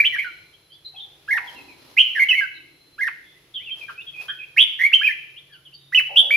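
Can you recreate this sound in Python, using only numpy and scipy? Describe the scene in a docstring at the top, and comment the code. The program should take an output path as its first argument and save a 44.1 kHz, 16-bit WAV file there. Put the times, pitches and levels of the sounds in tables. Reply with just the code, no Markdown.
"""In a hard-walled room, a red-whiskered bulbul sings short, loud phrases in a cage close to the microphone.
Its notes are gliding whistles with weak overtones, some with a fast buzz; wall echoes, a dense tail and narrow
resonances ring on after them. Other birds answer from further off with small chirps and hoarse chucks, heard
largely through the room. Wings and feet make grainy puffs of noise, and far sounds are dull, dying bands of noise.
Below lie room noise, a wavering low hum, a thin high tone and a treble hiss."""
import sys
import numpy as np
from scipy import signal
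from scipy.fft import rfft, irfft
from scipy.io import wavfile
from scipy.ndimage import uniform_filter1d, minimum_filter1d

SR = 44100
rng = np.random.default_rng(int(sys.argv[2]) if len(sys.argv) > 2 else 0)


def generate_wav(sig):
    """Save sig (samples, or channels by samples) to the path in sys.argv[1] as 16-bit PCM at SR."""
    pcm = np.round(np.clip(np.atleast_2d(sig).T, -1, 1) * 32767).astype(np.int16)
    wavfile.write(sys.argv[1], SR, pcm)


N = 280476

# Room noise colour: [f/Hz, relative level per Hz/dB]
ROOM_NOISE_COLOUR = [(25, -19), (60, -9.5), (120, -5.5), (170, -6.5), (220, -21.5), (330, -7), (800, -18.5),
                     (1500, -18), (3300, -13.5), (5500, -21), (8000, -30.5)]
# Room noise loudness: [t/s, level/dB]
ROOM_NOISE_LEVEL = [(0, -52), (.7, -61.5), (1.5, -54.5), (2.5, -61), (3.9, -57), (5.3, -60.5),
                    (6.36, -62.5)]
# Treble hiss colour: [f/Hz, relative level per Hz/dB]
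TREBLE_HISS_COLOUR = [(7500, -31.5), (9500, -20.5), (10800, 13), (11800, 3), (13000, -12.5), (16000, -23.5)]
# Low hum, before it wavers: [t/s, level/dB]
HUM_LEVEL = [(0, -73.5), (2.4, -77), (2.8, -68), (5.2, -71.5), (5.7, -64), (6.36, -63)]
# Thin high tone, before it flickers: [t/s, peak level/dB]
WHINE_LEVEL = [(0, -53), (.6, -61.5), (1.2, -76), (1.6, -58), (2.5, -65.5), (2.95, -57.5), (3.15, -80.5),
               (6.36, -84)]
# Held notes of the warble: [t/s, length/s, start f/Hz, end f/Hz, source level/dB, swell over the note/dB,
# scoop up into it/s, drop out of it/s]
HELD_NOTES = [ (0, .019, 2320, 2382, -6.5, -17.5, 0.0028, 0.0011),
              (0.121, 0.031, 2034, 1898, -23.5, 13, 0.00074, 0.0017),
              (0.158, 0.021, 1612, 1738, -29.5, -9, .009, 0.0047),
              (0.231, 0.066, 1550, 1404, -31.5, -9, 0.0022, 0.00088),
              (2.286, 0.021, 3086, 2907, -12, 3, 0.0012, 0), (2.308, 0.016, 2687, 2585, -14.5, 3, 0, 0),
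              (2.329, .024, 1998, 1954, -17.5, 2, 0, 0.00024),
              (2.407, 0.045, 1689, 1512, -25, -6, 0.0032, 0.0018),
              (4.918, .023, 2690, 2727, -17.5, 15.5, 0.017, 0),
              (4.938, 0.017, 3200, 3075, -5, -1.5, 0, 0.0022),
              (5.005, 0.027, 1668, 1700, -24, 3.5, 0.018, 0.00028),
              (5.031, 0.039, 2382, 2699, -19, 6.5, 0.0017, 0),
              (5.065, .017, 2396, 2358, -15, 10, 0.00073, 0), (5.087, 0.021, 1862, 1685, -22.5, -8.5, 0, 0),
              (5.107, 0.012, 2107, 1995, -26, 4, 0, 0.001), (5.921, 0.024, 2036, 1957, -22, 2.5, .012, 0),
              (5.947, .025, 2987, 2932, -10, 1.5, 0.00071, 0),
              (5.974, 0.038, 2650, 2604, -12, -1.5, 0.00018, 0.022),
              (6.303, 0.0626, 2260, 2394, -12.5, 3.5, 0.0077, 0.0072)]
# Buzzing notes of the warble: [t/s, length/s, start f/Hz, end f/Hz, source level/dB, swell/dB,
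# buzz rate/Hz, buzz depth/share of pitch, loudness pulsing/0-1]
BUZZING_NOTES = [(0.184, 0.061, 2168, 2337, -28, -18, 103, 0.061, 0.33),
                 (2.151, .041, 1907, 1595, -22, 3, 203, 0.049, 0.63),
                 (2.195, .044, 2140, 2110, -14.5, 3, 85, 0.049, 0.22),
                 (2.351, 0.05, 2223, 2110, -21, 7, 110, 0.034, 0.49),
                 (4.79, 0.036, 1809, 1944, -19.5, 10, 168, 0.068, 0.9),
                 (4.833, 0.039, 2071, 2261, -15.5, -3, 71.6, 0.014, .89)]
# Loud rising "whit" calls: [t/s, length/s, start f/Hz, top f/Hz, rise/s, source level/dB, attack/s,
# buzz rate/Hz, buzz depth/share of pitch]
WHIT_CALLS = [(.033, 0.044, 1433, 3061, 0.027, -16.5, 0.004, 217, 0.058),
              (1.966, .053, 1792, 2994, .034, -9, 0.0065, 122, 0.067),
              (4.563, .067, 1528, 3197, .045, -9.5, 0.0091, 132, 0.083),
              (6.157, 0.051, 2495, 3274, 0.022, -7.5, 0.004, 94.4, 0.067)]
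# Shape of the hooked call, which steps up, arches, dips and plunges:
# [t into the call/s, f before scaling/Hz, level before gain/dB]
HOOK_SHAPE = [(0, 1188, -42.5), (.012, 1736, -27.5), (.027, 1653, -27.5), (.033, 2110, -19),
              (0.046, 2243, -20.5), (.054, 2097, -14), (.063, 1770, -23), (.083, 1980, -25),
              (.095, 1870, -17), (.111, 901.3, -40)]
# Each hooked call: [t/s, pitch factor/ratio, gain/dB]
HOOK_CALLS = [(1.277, 0.98, 0.94), (2.980, 0.97, -2)]
# Overtones of every bird: [multiple of the pitch/ratio, relative level/dB]
OVERTONE_LEVELS = [(2, -39.5), (3, -37.5), (4, -55), (5, -43.5), (6, -42.5)]
# How throat and beak colour the overtones: [f/Hz, gain/dB]
BEAK_COLOUR = [(2300, 32.5), (3000, 9), (3700, -4.5), (6000, -6.5), (8200, -29), (10500, 2), (12300, 2),
               (15000, -16.5)]
# Colour of the hiss in the song: [f/Hz, relative level per Hz/dB]
SONG_HISS_COLOUR = [(400, -7), (1200, 7), (3000, 7.5), (4500, 7), (6300, 0.5), (8300, -9.5), (10500, -3.5),
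                    (12500, 0.5), (15500, -13.5)]
# Echoes from near walls: [delay to left port/ms, delay to right port/ms, relative level/dB]
WALL_ECHOES = [(1.786, 1.913, -13), (4.2, 4.4, -11.5), (7.905, 7.6, -12.5), (12.42, 12.9, -12),
               (20.86, 24, -19.5)]
# Time for the room to fade by 60 dB: [f/Hz, fade time/s]
ROOM_FADE = [(300, .5), (1200, 0.23), (2000, 0.66), (3200, 0.63), (6000, 0.48), (14000, 0.39)]
# Narrow resonances of cage and room: [f/Hz, width/Hz, relative level/dB]
RESONANCES = [(1617, 6.2, -21.5), (2007, 8.2, -15), (2356, 12, -24), (2517, 9.9, -15.5), (2540, 35, -11.5),
              (3022, 8.59, -11.5), (2990, 4, -14.5), (3487, 10, -14)]
# Birds further off: [t/s, length/s, start f/Hz, end f/Hz, source level/dB]
FAR_CHIRPS = [ (.530, 0.027, 3150, 3270, -54.5), (.700, 0.067, 3080, 3490, -49.5),
              (.720, 0.028, 4520, 4770, -56.5), (.846, 0.04506, 4026, 4110, -37.5),
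              (.945, 0.02, 2660, 2500, -53.5), (.960, 0.052, 3330, 3216, -39),
              (.995, 0.058, 3700, 3354, -38.5), (1.472, 0.027, 3375, 3020, -39.5),
              (1.555, .060, 2850, 2512, -46), (1.680, 0.063, 2545, 2260, -49.5),
              (2.540, 0.049, 4020, 3830, -49.5), (3.230, .129, 3415, 3505, -58),
              (3.350, 0.049, 1953, 2064, -56.5), (3.540, 0.037, 3560, 3167, -33.5),
              (3.545, 0.059, 3310, 2922, -34.5), (3.595, 0.052, 1870, 2690, -48),
              (3.632, .043, 3575, 3110, -47), (3.660, 0.051, 2910, 2410, -37),
              (3.705, 0.034, 3130, 3198, -30), (3.808, 0.05, 2530, 2397, -37),
              (3.976, 0.043, 2485, 2900, -38.5), (4.012, 0.015, 3620, 3460, -45.5),
              (4.066, 0.037, 3346, 3260, -36.5), (4.135, 0.051, 2554, 2350, -43),
              (4.172, 0.054, 2470, 2530, -36), (4.385, .047, 2590, 2410, -40.5),
              (4.418, .028, 2345, 2510, -36), (5.362, 0.032, 2743, 3644, -41.5),
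              (5.490, .1, 1875, 1325, -56.5), (5.520, 0.043, 3450, 2760, -49.5),
              (5.525, .025, 4730, 4480, -58.5), (5.650, 0.034, 3355, 2856, -47.5),
              (5.725, .028, 2670, 3360, -49.5), (5.730, 0.24, 3730, 3690, -59.5),
              (5.738, 0.019, 4566, 4610, -43)]
# Dull sounds far away: [t/s, fade scale/s, centre f/Hz, width/Hz, starting level/dB]
FAR_SOUNDS = [(0.931, 0.29, 790, 157.6, -57), (1.325, 0.35, 967, 70.5, -43.5),
              (1.33, 0.32, 800, 106.6, -46), (1.544, 0.61, 301.3, 110.1, -51.5),
              (2.545, 0.84, 309, 91, -60.5), (6.089, 0.3, 794, 132.8, -41.5), (6.097, 0.28, 560, 143, -43),
              (6.229, 0.17, 547, 93.7, -41)]
# Wings and feet: [t/s, length scale/s, level/dB]; each puff peaks half a length after t
PUFFS = [(1.396, 0.24, -50), (1.772, 0.32, -53), (3.76, 0.074, -52), (3.812, 0.052, -58),
         (3.892, 0.055, -53.5), (4.153, 0.21, -56), (4.207, 0.059, -49.5)]
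# Colour of the feather noise: [f/Hz, relative level per Hz/dB]
FEATHER_COLOUR = [(150, -12), (500, 9.5), (1500, 4), (5000, 4.5), (8000, -12), (11000, 0), (15000, -12.5)]
# Short, hoarse, low chucks: [t/s, length/s, start f/Hz, end f/Hz, source level/dB, octave above relative to it/dB]
FAR_CHUCKS = [(3.882, 0.03, 1592, 1467, -35, -14.5), (4.282, 0.035, 1591, 1616, -32, 2)]

TIME = np.arange(N) / SR
CUTOFF_HZ = 15800
# A scoop starts at this pitch and this far down; rises flatten towards the top
REST_HZ, SCOOP_DB, RISE_SHAPE = 1085, 19.5, 1.4
DROP_OCTAVES_PER_S, DROP_DB_PER_S = 67, 1898
# A slight buzz in the plain whistles; hooked calls share its rate
QUIVER_PER_S, QUIVER_DEPTH, QUIVER_PULSING = 104, .012, .08
# A whit starts this far down; its buzz swings the loudness by this share
WHIT_ONSET_DB, WHIT_PULSING = 29, 0.32
SLUR_S = .004     # the voice needs this long to start, stop or step to the next note
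ATTACK_S = .004   # after a rest the voice builds up with this time constant


def from_db(db):
    """Turns decibels into a plain multiplier."""
    return 10 ** (np.asarray(db) / 20)


def rms_one(x):
    """Scales a sound to an average (rms) level of 1."""
    return x / np.sqrt(np.mean(x ** 2) + 1e-20)


def in_time(rows):
    """Reads a (t/s, value) curve at every sample."""
    return np.interp(TIME, *np.transpose(rows))


def at_hz(points, hz):
    """Reads a (f/Hz, value) table on a log-frequency axis."""
    f, value = np.transpose(points)
    return np.interp(np.log(np.maximum(hz, 1)), np.log(f), value)


def drift(rate, size):
    """Wanders about zero by joining random points, rate of them per second, with straight lines."""
    knots = rng.standard_normal(8192)
    return np.interp(np.arange(size) / SR * rate, np.arange(len(knots)), knots)


def add(out, s, sound):
    """Mixes a sound in from time s on."""
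    start = max(int(s * SR), 0)
    part = sound[..., :max(N - start, 0)]
    out[..., start:start + part.shape[-1]] += part


def clock(length):
    """Seconds since the start of a note."""
    return np.arange(int(length * SR)) / SR


def noise(colour, alike_below_hz):
    """Stereo noise of a given colour, alike on both sides in the bass; rms 1."""
    hz = np.fft.rfftfreq(N, 1 / SR)
    mid, side = rfft(rng.standard_normal((2, N)))
    alike = 1 / (1 + (hz / alike_below_hz) ** 2)
    opposite = side * np.array([[1], [-1]])
    pair = np.sqrt(1 + alike) * mid + np.sqrt(1 - alike) * opposite
    return rms_one(irfft(pair * from_db(at_hz(colour, hz)), N))


def background(hiss_db=-69, hum_hz=140, whine_hz=4090):
    """Room noise, a wavering low hum, a flickering thin high tone and a narrow treble hiss."""
    rumble = from_db(in_time(ROOM_NOISE_LEVEL)) * noise(ROOM_NOISE_COLOUR, alike_below_hz=1100)
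    hum_level = np.sqrt(2) * from_db(in_time(HUM_LEVEL) + 2.0 * drift(5.4, N))
    hum = hum_level * np.sin(2 * np.pi * hum_hz * TIME + 0.72 * drift(27, N))
    whine_level = from_db(in_time(WHINE_LEVEL) + 3.5 * drift(60, N))
    whine = whine_level * np.sin(2 * np.pi * whine_hz * TIME + 2.5 * drift(60, N))
    hiss = from_db(hiss_db) * noise(TREBLE_HISS_COLOUR, alike_below_hz=4600)
    return rumble + hum + whine + hiss


def note(hz, db, buzz_rate, depth, pulsing):
    """The controls of one note (gate, pitch, level, pitch swing); a buzz swings pitch and loudness together."""
    size = len(hz)
    buzz = -np.cos(2 * np.pi * buzz_rate * np.arange(size) / SR + 0.14 * drift(60, size))
    level = from_db(db) * (1 + pulsing * buzz)
    return np.array([np.ones(size), hz, level, depth * buzz])


def still_to_rise(t, rise_s):
    """The share of an upward sweep that is left at time t."""
    return np.clip(1 - (t + 1 / SR) / max(rise_s, 1 / SR), 0, 1) ** RISE_SHAPE


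def warble():
    """Straight glides, plain or buzzing; the voice is weaker while it scoops up to a note or drops off it."""
    for s, length, start_hz, end_hz, db, swell_db, scoop_s, drop_s in HELD_NOTES:
        t = clock(length)
        hz = start_hz + (end_hz - start_hz) * t / length
        below = still_to_rise(t, scoop_s)
        dropped_s = np.maximum(t - length + drop_s, 0)
        hz = (hz + (REST_HZ - hz) * below) * 2 ** (-DROP_OCTAVES_PER_S * dropped_s)
        level_db = db + swell_db * (t / length - .5) - SCOOP_DB * below - DROP_DB_PER_S * dropped_s
        yield s, note(hz, level_db, QUIVER_PER_S, QUIVER_DEPTH, QUIVER_PULSING)
    for s, length, start_hz, end_hz, db, swell_db, *buzz in BUZZING_NOTES:
        u = clock(length) / length
        yield s, note(start_hz + (end_hz - start_hz) * u, db + swell_db * (u - .5), *buzz)


def whistle(hz, level, overtone_db):
    """The syrinx (a bird's voice box) gives an almost pure tone; throat and beak colour its weak overtones."""
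    phase = 2 * np.pi * np.cumsum(hz) / SR
    tone = np.sin(phase)
    for k, db in OVERTONE_LEVELS:
        overtone_level = from_db(db + overtone_db + at_hz(BEAK_COLOUR, k * hz))
        tone += overtone_level * (k * hz < CUTOFF_HZ) * np.sin(k * phase)
    return np.sqrt(2) * level * tone


def slurred(x):
    """A control smoothed over the time that the voice needs to move."""
    window = np.sin(np.pi * np.arange(1, SLUR_S * SR) / (SLUR_S * SR))
    return np.convolve(x, window / window.sum(), "same")


def bulbul(jitter=0.008, overtone_db=8.0, slur_db=8.5, slur_octaves_per_s=60):
    """One voice sings all the notes, sliding from one to the next where they touch."""
    controls = np.zeros((4, N))
    for s, controls_of_note in [*warble(), *whits(), *hooks()]:
        add(controls, s, controls_of_note)
    # where notes overlap, their controls are averaged
    gate, hz, level, swing = controls / np.maximum(controls[0], 1)
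    gate = slurred(gate)
    glide = (slurred(hz) + 1e-9 * REST_HZ) / (gate + 1e-9)
    pitch = glide * (1 + swing + jitter * drift(700, N))
    keep = np.exp(-1 / (ATTACK_S * SR))
    pressure = signal.lfilter([1 - keep], [1, -keep], (gate > .1) + 1e-18)
    shimmer = from_db(1.8 * drift(300, N))
    level = pressure * slurred(level) * shimmer
    # in a steep downward slur the throat lags behind the pitch and lets more overtones through
    fall_octaves_per_s = -np.gradient(np.log2(glide)) * SR * (gate > .5)
    falling = np.clip(uniform_filter1d(fall_octaves_per_s, size=200) / slur_octaves_per_s, 0, 1)
    out, sounding = np.zeros(N), level > 0
    out[sounding] = whistle(pitch[sounding], level[sounding], overtone_db + slur_db * falling[sounding])
    return out


def near_field(x, echo_db):
    """The direct sound and the first wall echoes, which reach the two ports at different moments."""
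    def late(samples):
        return np.interp(np.arange(N) - round(samples), np.arange(N), x, left=0)

    out = np.array([x, late(1)])
    for left_ms, right_ms, db in WALL_ECHOES:
        echo = np.array([late(left_ms * SR / 1000), late(right_ms * SR / 1000)])
        out += from_db(db + echo_db) * echo
    return out


def room_tail(x, alike=0.1, build_s=0.0059):
    """Dense reflections, dying at their own pace in each band and partly alike in both channels."""
    t = np.arange(SR) / SR
    white = rng.standard_normal((3, SR))
    spectrum = rfft(np.sqrt(1 - alike) * white[:2] + np.sqrt(alike) * white[2])
    hz = np.fft.rfftfreq(SR, 1 / SR)
    response = np.zeros((2, SR))
    edges = np.geomspace(200, 20000, 13)
    for low, high in zip(edges, edges[1:]):
        t60 = at_hz(ROOM_FADE, np.sqrt(low * high))
        band = irfft(spectrum * (hz >= low) * (hz < high), SR)
        response += band * np.exp(-np.log(1000) * t / t60)
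    response *= 1 - np.exp(-t / build_s)
    response /= np.sqrt(np.sum(response ** 2) / 2)
    return signal.fftconvolve(x[None], response, axes=1)[:, :N]


def ringing(x):
    """A note that crosses a narrow resonance leaves it sounding, with its own strength at each port."""
    out = np.zeros((2, N))
    for hz, width_hz, db in RESONANCES:
        r = np.exp(-np.pi * width_hz / SR)   # what is left after one sample
        feed = (1 - r * r) / 2 * np.array([1, 0, -1])
        feedback = [1, -2 * r * np.cos(2 * np.pi * hz / SR), r * r]
        ring = signal.lfilter(feed, feedback, x + 1e-18)
        out += from_db(db + 11.5 + rng.normal(0, 1, (2, 1))) * ring
    return out


def song_hiss(near, air_db):
    """A faint hiss that swells with the song and its ringing, but less steeply."""
    loudness = np.sqrt(np.maximum(uniform_filter1d(near ** 2, size=600, axis=1), 0))
    return from_db(air_db) * loudness ** 0.65 * noise(SONG_HISS_COLOUR, alike_below_hz=4500)


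def whits():
    """A whit sweeps up to its top pitch, swelling fast, with a buzz throughout."""
    for s, length, start_hz, top_hz, rise_s, db, attack_s, buzz_rate, depth in WHIT_CALLS:
        t = clock(length)
        hz = top_hz + (start_hz - top_hz) * still_to_rise(t, rise_s)
        level_db = db - WHIT_ONSET_DB * np.exp(-t / attack_s)
        yield s, note(hz, level_db, buzz_rate, depth, WHIT_PULSING)


def chirps(rows, rough, overtone_db):
    """Short glides that swell and fade, their pitch shaking by the share rough."""
    out = np.zeros(N)
    for s, length, start_hz, end_hz, db in rows:
        u = np.linspace(0, 1, int(length * SR))
        pitch = (start_hz + (end_hz - start_hz) * u) * (1 + rough * drift(600, len(u)))
        level = from_db(db) * np.sqrt(4 * u * (1 - u))
        add(out, s, whistle(pitch, level, overtone_db))
    return out


def distant(rise_s=0.011, fade_db=16):
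    """Far sounds arrive as blurred narrow resonances: bands of noise that die away."""
    out = np.zeros((2, N))
    t = np.arange(SR) / SR
    for s, length, hz, width_hz, db in FAR_SOUNDS:
        edges_hz = [hz - width_hz / 2, hz + width_hz / 2]
        band = signal.butter(2, edges_hz, "band", fs=SR, output="sos")
        white = rng.standard_normal((3, SR))
        ring = rms_one(signal.sosfilt(band, white[:2] + white[2]))   # partly alike on both sides
        add(out, s, ring * np.minimum(t / rise_s, 1) * from_db(db - fade_db * t / length))
    return out


def hooks(depth=0.0021, pulsing=0.11):
    """The same smooth hooked call each time, with its own pitch factor and gain."""
    at, hz, db = np.transpose(HOOK_SHAPE)
    t = clock(at[-1])
    for s, factor, gain_db in HOOK_CALLS:
        call_hz = factor * np.interp(t, at, hz)
        call_db = gain_db + np.interp(t, at, db)
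        yield s, note(call_hz, call_db, QUIVER_PER_S, depth, pulsing)


def flutter():
    """Wings and feet: soft, grainy puffs of feather noise that rise and fall."""
    level = np.zeros(N)
    for s, length, db in PUFFS:
        level += from_db(db) * np.exp(-np.abs(2 * (TIME - s) / length - 1))
    grain = from_db(2.5 * drift(210, N))
    return level * grain * noise(FEATHER_COLOUR, alike_below_hz=950)


def chucks(rough=0.13, octave_rough=0.028, overtone_db=0.0):
    """A chuck is a shaky low note with a steadier one an octave above it."""
    lows, octaves = [], []
    for s, length, start_hz, end_hz, db, octave_db in FAR_CHUCKS:
        lows.append((s, length, start_hz, end_hz, db))
        octaves.append((s, length, 2 * start_hz, 2 * end_hz, db + octave_db))
    return chirps(lows, rough, overtone_db) + chirps(octaves, octave_rough, overtone_db)


def scene(air_db=-38, song_db=-1.0, song_room_db=-11.5, far_direct_db=-1.5, far_room_db=-7.5,
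          song_pan_db=1.7, far_ring_db=5.0):
    """The near singer sits a little to the right; the far birds are heard largely through the room."""
    song = bulbul()
    side_db = np.array([[-song_pan_db], [song_pan_db]])   # left, right
    near = near_field(song, echo_db=2.5) * from_db(song_db + side_db)
    near += from_db(song_room_db) * room_tail(song) + ringing(song)
    others = chirps(FAR_CHIRPS, rough=.031, overtone_db=-2.5) + chucks()
    far = from_db(far_direct_db) * near_field(others, echo_db=6.0)
    far += from_db(far_room_db) * room_tail(others) + from_db(far_ring_db) * ringing(others)
    return near + song_hiss(near, air_db) + far + distant() + flutter() + background()


def record(dry):
    """The loudest peaks are held down by a fast limiter, and the top is cut."""
    loudest_side = np.abs(dry).max(axis=0)
    peak = -minimum_filter1d(-loudest_side, size=180)   # the highest value nearby
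    gain = uniform_filter1d(np.minimum(1, .94 / (peak + 1e-9)), size=180)
    top_cut = signal.cheby2(16, 70, CUTOFF_HZ + 600, fs=SR, output="sos")
    return signal.sosfilt(top_cut, dry * gain)


dry = scene()
out = record(dry)
generate_wav(out)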